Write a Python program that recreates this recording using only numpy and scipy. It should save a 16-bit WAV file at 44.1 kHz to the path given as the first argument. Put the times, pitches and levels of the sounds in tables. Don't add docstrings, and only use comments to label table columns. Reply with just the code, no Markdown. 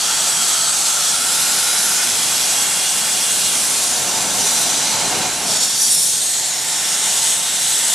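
import sys
import numpy as np
from scipy import signal
from scipy.io import wavfile

SR = 44100
rng = np.random.default_rng(int(sys.argv[2]) if len(sys.argv) > 2 else 0)


def put_to_file(sound):
    columns = np.atleast_2d(sound).T
    safe = np.clip(columns, -1, 1)
    whole_steps = np.round(safe * 32767)
    wavfile.write(sys.argv[1], SR, whole_steps.astype(np.int16))


N = 350154
TIME_S = np.arange(N) / SR
SLAT_FROM_S, SLAT_TO_S = 5.55, 5.8


def from_db(db):
    return 10 ** (np.asarray(db) / 20)


def unit_rms(x):
    return x / np.sqrt(np.mean(x ** 2) + 1e-20)


def in_time(curve):
    return np.interp(TIME_S, *np.transpose(curve))


def at_hz(curve, hz):
    knots_hz, values = np.transpose(curve)
    return np.interp(np.log(hz), np.log(knots_hz), values)


def arch(start_s, end_s):
    progress = np.clip((TIME_S - start_s) / (end_s - start_s), 0, 1)
    return np.sqrt(np.sin(np.pi * progress))


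def surges(rows):
    return sum(np.outer(gains_db, arch(start_s, end_s)) for start_s, end_s, *gains_db in rows)


def drift(rate_hz):
    step, settle = 40, 4000
    pole = np.exp(-2 * np.pi * rate_hz * step / SR)
    white = rng.standard_normal(N // step + settle + 2)
    slow = signal.lfilter([1], [1, -2 * pole, pole * pole], white)[settle:]
    return np.interp(np.arange(N) / step, np.arange(len(slow)), unit_rms(slow))


def resonate(x, hz, width_hz):
    r = np.exp(-np.pi * width_hz / SR)
    feedback = [1, -2 * r * np.cos(2 * np.pi * hz / SR), r * r]
    return signal.lfilter(np.array([1, 0, -1]) * (1 - r * r) / 2, feedback, x)


def spread(pair, hz):
    # (frequency [Hz], left-right correlation [1])
    likeness = [(30, 0.8), (130, 0.92), (700, 0.97), (1400, 0.97), (2800, 0.92), (5500, 0.89), (9000, 0.75),
                (13000, 0.47)]
    # (frequency [Hz], left minus right [dB])
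    balance = [(30, -5), (80, -2.5), (180, -1.3), (600, -2), (1400, -0.5), (2800, -2), (5500, -0.7),
               (9500, 0.3), (13000, 1)]
    alike, sides = at_hz(likeness, hz), np.array([[1], [-1]])
    stereo = np.sqrt(1 + alike) * pair[0] + np.sqrt(1 - alike) * pair[1] * sides
    return stereo * from_db(sides * at_hz(balance, hz) / 2)


def turbulence(spectrum, flicker_db, flicker_hz):
    out, white = 0, rng.standard_normal((2, 2, N + SR // 4))
    edges_hz = np.concatenate([np.geomspace(20, 2560, 17)[:-1], np.geomspace(2560, 17000, 14)])
    for k, (low_hz, high_hz) in enumerate(zip(edges_hz, edges_hz[1:])):
        if high_hz > spectrum[0][0] and low_hz < spectrum[-1][0]:
            hz = np.sqrt(low_hz * high_hz)
            bandpass = signal.butter(3, [low_hz, high_hz], "band", fs=SR, output="sos")
            band = signal.sosfilt(bandpass, white[k % 2])[:, -N:]
            level_db = at_hz(spectrum, hz) + flicker_db * drift(flicker_hz)
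            out = out + spread(band, hz) * from_db(level_db)
    return unit_rms(out)


def ring(flow, modes, waver_db=1.3):
    ringing = sum(from_db(db + waver_db * drift(2.5)) * resonate(flow, hz, width_hz)
                  for hz, width_hz, db in modes)
    return unit_rms(flow + ringing)


def reflections(x, gain, nearest_s, farthest_s, sway_s, count):
    out = x.copy()
    delays_s = np.geomspace(nearest_s, farthest_s, count) * rng.uniform(.9, 1.1, count)
    for k, delay_s in enumerate(delays_s):
        sent_s = TIME_S - delay_s - sway_s * drift(.16)
        echo = np.array([np.interp(sent_s, TIME_S, side, left=0) for side in x])
        out += (-1) ** k * gain * echo
    return out / np.sqrt(1 + count * gain ** 2)


def slat_notches(x):
    # (start [s], end [s], centre [Hz], width [Hz], peak share cancelled [1])
    notches = [(-.5, 2, 2100, 700, .25), (.4, 1.5, 6120, 250, 0.35), (.4, 1.5, 6800, 200, 0.32),
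               (2.4, 3.4, 3800, 250, .25), (3, 4.1, 1860, 200, .3), (4.1, 5, 5420, 180, .3),
               (5.3, 6.4, 4060, 150, .33), (5.3, 6.45, 4980, 290, .64), (5.5, 6.4, 3000, 250, 0.38),
               (5.3, 7.3, 6350, 200, .33), (5.3, 6.7, 7630, 200, .35), (6.4, 8.6, 4846, 600, .2)]
    return x - sum(share * arch(start_s, end_s) * resonate(x, hz, width_hz)
                   for start_s, end_s, hz, width_hz, share in notches)


def table_modes():
    # (centre [Hz], width [Hz], gain before slat [dB], gain after [dB])
    modes = [(745, 55, 0.5, 0.5), (875, 75, 2, 5), (1085, 38, -5, -10), (1350, 70, -2, -2.5),
             (1500, 36, -10, 0), (1556, 48, -4, -11), (1773, 31, -12, 0.5), (2155, 130, -4.5, -6),
             (2450, 35, 0.5, -4), (2783, 50, 0, -2)]
    crossed = np.clip((TIME_S - SLAT_FROM_S) / (SLAT_TO_S - SLAT_FROM_S), 0, 1)
    return [(hz, width_hz, before_db + crossed * (after_db - before_db))
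            for hz, width_hz, before_db, after_db in modes]


def sparks(per_s, size_range_db, hz, width_hz):
    sizes = from_db(size_range_db * rng.random(N)) * rng.choice([-1, 1], N)
    ticks = sizes * (rng.random(N) < per_s / SR)
    decay_s = .0004
    bursts = signal.lfilter([1], [1, -np.exp(-1 / (decay_s * SR))], ticks + 1e-18)
    noise = spread(rng.standard_normal((2, N)), hz)
    return unit_rms(resonate(bursts * noise, hz, width_hz))


def faint_bands(per_s=4, length_s=.7, low_hz=6000, high_hz=10300, width_hz=195, level_db=-16.5):
    chance = rng.random((64, 2))
    starts_s = (np.arange(len(chance)) + chance[:, 0]) / per_s - length_s
    pitches_hz = low_hz * (high_hz / low_hz) ** chance[:, 1]
    return [(start_s, start_s + length_s, hz, 0, width_hz, level_db)
            for start_s, hz in zip(starts_s, pitches_hz) if start_s < TIME_S[-1]]


def singing(wander_share=.007, waver_db=1.25, fade_s=.12):
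    # (start [s], end [s], mid pitch [Hz], glide [Hz/s], width [Hz], relative level [dB])
    bands = [(-.3, 1.25, 1325, -2, 200, -15.5), (-.3, .72, 3260, 0, 230, -13),
             (-.2, .85, 4560, 0, 220, -14), (-.2, .3, 5700, 0, 200, -13), (.1, .85, 7970, 99.5, 240, -6.5),
             (.35, 1.15, 6460, -60, 200, -10.5), (.8, 1.4, 3360, 0, 120, -15),
             (.78, 1.15, 4300, -250, 170, -13.5), (.85, 1.25, 5780, -100, 160, -12.5),
             (.9, 1.9, 4030, -1, 170, -16.5), (1.05, 2.15, 1400, 110.5, 140, -15),
             (1.2, 2.7, 5200, 0, 597, -13), (1.2, 1.8, 7590, 1, 180, -14), (1.25, 2, 10140, 100, 250, -10),
             (1.25, 2, 11630, 0, 250, -13.5), (1.6, 2.7, 11080, 200, 480, -10.5),
             (1.95, 3.62, 3350, 0, 190, -13.5), (2.45, 3.6, 2810, 0, 110, -17),
             (2.35, 2.85, 7900, 0, 220, -9), (2.8, 3.5, 7930, -300, 301, -12),
             (3.1, 3.7, 8800, 2, 160, -15), (3.25, 4, 10850, 200, 500, -14), (3.5, 5, 5880, 100, 350, -13),
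             (3.6, 4.75, 7370, 0, 140, -13.5), (4.05, 5.1, 6010, -40, 110, -14),
             (4.3, 4.9, 4010, -1.5, 130, -16), (4.8, 5.44, 4050, -1, 130, -13.2),
             (4.85, 5.3, 900, 0, 180, -15), (5.44, 6.02, 3410, 0, 300, -15.5),
             (5.48, 6.1, 3800, 0, 220, -20), (5.44, 6, 4590, 0, 280, -11),
             (5.39, 6.16, 5510, 0.5, 420, -6.7), (5.7, 5.93, 6080, 0, 170, -5.5),
             (5.48, 6.08, 7150, 198, 450, -7.5), (5.45, 6, 8190, 0, 200, -11.5),
             (5.7, 6.15, 10850, -2, 300, -12.5), (5.85, 6.44, 8500, -1200, 650, -5.5),
             (6.03, 6.2, 6460, 0, 300, -7), (6.2, 6.7, 6720, -2, 130, -8), (6.22, 6.45, 8020, 2, 130, -8),
             (6.1, 6.7, 4235, 0, 200.4, -17.5), (6.2, 8.3, 2000, 0, 298.4, -20),
             (6.7, 8.3, 3520, 0, 560, -12.5), (6.8, 8.3, 2950, 0, 400, -19),
             (6.8, 7.6, 8450, 152, 550, -10), (6.45, 7.25, 5430, 0, 120, -13.5),
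             (6.8, 7.45, 6740, -0.5, 150, -12), (7.05, 8.3, 7850, -30, 200, -7)]
    out = np.zeros((2, N))
    eddies = rng.standard_normal((2, N)) + 1j * rng.standard_normal((2, N))
    wander, waver = drift(3), drift(6)
    for start_s, end_s, hz, glide_hz_per_s, width_hz, db in bands + faint_bands():
        live = np.flatnonzero((TIME_S > start_s) & (TIME_S < end_s))
        own = (live + rng.integers(N)) % N
        if len(live):
            time_s, middle_s = TIME_S[live], (start_s + end_s) / 2
            shake = signal.sosfilt(signal.butter(2, width_hz / 2, fs=SR, output="sos"), eddies[:, own])
            pitch_hz = hz * (1 + wander_share * wander[own]) + glide_hz_per_s * (time_s - middle_s)
            carrier = np.exp(2j * np.pi * np.cumsum(pitch_hz) / SR)
            tone = (shake * carrier).real * from_db(waver_db * waver[own])
            envelope = np.sqrt(np.clip(np.minimum(time_s - start_s, end_s - time_s) / fade_s, 0, 1))
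            out[:, live] += from_db(db) * envelope * unit_rms(spread(tone, hz))
    return out


def jet_under_plate():
    # (frequency [Hz], relative density [dB])
    rumble_spectrum = [(25, -24), (40, -15), (62, -5.5), (90, -7.5), (130, 0), (200, -1.5), (300, -2.5),
                       (450, 1.5), (560, -12.5), (800, -13.5)]
    # (frequency [Hz], relative density [dB])
    roar_spectrum = [(330, -21), (450, -6.5), (560, -0.5), (720, 1), (900, -2), (1050, -1), (1250, -11.5),
                     (2000, -34)]
    # (frequency [Hz], relative density [dB])
    rush_spectrum = [(600, -24), (1050, -5), (1450, 1.5), (1850, -3), (2400, -1), (2900, -2.5), (3600, -3),
                     (5000, -14)]
    # (centre [Hz], width [Hz], gain [dB])
    hollow_modes = [(129, 54, -9), (199, 18, 2.5), (270, 11, -0.5)]
    # (time [s], relative level [dB])
    flow = [(0.0, -30), (0.09, -28.5), (1.15, -30), (1.39, -28), (3.63, -29), (5.0, -28), (5.22, -27.5),
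            (5.35, -30.5), (5.53, -29), (5.66, -31), (6.08, -35), (7.08, -29.5), (7.41, -32), (7.94, -30.5)]
    # (start [s], end [s], rumble gain [dB], roar gain [dB])
    blasts = [(3.9, 4.48, 5.5, 4), (4.38, 5.0, 3.5, 4), (4.92, 5.3, 7, 5.5), (5.22, 5.66, 5.5, 3)]
    flow_db = in_time(flow)
    swing_db = flow_db - flow_db.mean()
    rumble_blast_db, roar_blast_db = surges(blasts)
    pass_db = 2.5 * arch(.88, 7.2)
    rumble_db = -40.5 + .49 * swing_db + pass_db + rumble_blast_db
    roar_db = -34.5 + swing_db + roar_blast_db
    rush_db = -29.5 + 1.54 * swing_db
    rumble = ring(turbulence(rumble_spectrum, flicker_db=1.1, flicker_hz=4.1), hollow_modes)
    roar = ring(turbulence(roar_spectrum, flicker_db=.9, flicker_hz=4.2), table_modes())
    rush = ring(turbulence(rush_spectrum, flicker_db=1.07, flicker_hz=11), table_modes())
    exhaust = from_db(rumble_db) * rumble + from_db(roar_db) * roar + from_db(rush_db) * rush
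    return reflections(slat_notches(exhaust), gain=.11, nearest_s=.012, farthest_s=.05,
                       sway_s=.0001, count=10)


def jet_above_plate():
    # (frequency [Hz], relative density [dB])
    hiss_spectrum = [(1500, -16.5), (2600, -12), (3300, -3), (4100, -1.5), (4900, -1.5), (6000, 0.5),
                     (7900, 1.6), (9300, -5.5), (12000, -10.5), (15000, -26)]
    # (frequency [Hz], relative density [dB])
    sizzle_spectrum = [(6000, -12.5), (8000, -1), (9300, 2), (11000, -1.5), (12500, -11), (14000, -14.5),
                       (16000, -34)]
    # (centre [Hz], width [Hz], gain [dB])
    gap_modes = [(5730, 120, -13)]
    # (time [s], level [dB])
    force = [(0, -18), (.35, -18), (.48, -17.5), (.65, -18), (1.6, -18), (2.8, -19), (3.75, -18.5),
             (4.28, -20), (4.47, -17.5), (4.92, -18.5), (5.38, -22), (5.72, -20), (6.05, -19.5),
             (6.3, -18.8), (6.58, -21.5), (6.75, -19.8), (7.04, -19.3), (7.12, -18), (7.32, -17.7),
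             (7.39, -20), (7.52, -20), (7.6, -19), (7.94, -18)]
    # (time [s], sizzle gain [dB])
    brightness = [(0, -3.5), (2, -1), (3.7, 1), (4.1, -2.5), (4.62, -0.5), (4.85, -9), (5.4, -3), (5.7, -2),
                  (5.95, -.5), (6.3, -3), (7.94, 0.5)]
    # (start [s], end [s], drive gain [dB], sizzle gain [dB])
    spurts = [(5.458, 5.597, 4, 2.3), (5.6, 5.662, 4.5, 2), (5.755, 5.885, 1.4, 7.5), (5.87, 5.96, 1.3, 5),
              (5.88, 6.14, 0.5, 7.7)]
    force_db = in_time(force)
    drive_spurt_db, sizzle_spurt_db = surges(spurts)
    drive_db = force_db + drive_spurt_db
    sizzle_db = -22.5 + 1.6 * (force_db - force_db.mean()) + in_time(brightness) + sizzle_spurt_db
    impact = turbulence(hiss_spectrum, flicker_db=1, flicker_hz=9.1)
    hiss = from_db(drive_db - .28) * ring(impact, gap_modes)
    sizzle = from_db(sizzle_db) * turbulence(sizzle_spectrum, flicker_db=1, flicker_hz=12)
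    crackle = from_db(drive_db - 23.5) * sparks(per_s=120, size_range_db=2, hz=6500, width_hz=3600)
    spray = reflections(hiss + sizzle + crackle, gain=.14, nearest_s=.003, farthest_s=.022,
                        sway_s=.00005, count=12)
    flutter_db = (.41 + .2 * arch(SLAT_FROM_S, SLAT_TO_S)) * drift(28)
    return from_db(flutter_db) * (slat_notches(spray) + from_db(drive_db) * singing())


def scene():
    return jet_under_plate() + jet_above_plate()


def record(dry, right_highpass_hz=111, rolloff_hz=13500, cutoff_hz=15550):
    right = signal.sosfilt(signal.butter(1, right_highpass_hz, "high", fs=SR, output="sos"), dry[1])
    dulled = signal.sosfilt(signal.butter(2, rolloff_hz, fs=SR, output="sos"), [dry[0], right])
    return signal.sosfilt(signal.ellip(12, .1, 90, cutoff_hz, fs=SR, output="sos"), dulled)


dry = scene()
out = record(dry)
put_to_file(out)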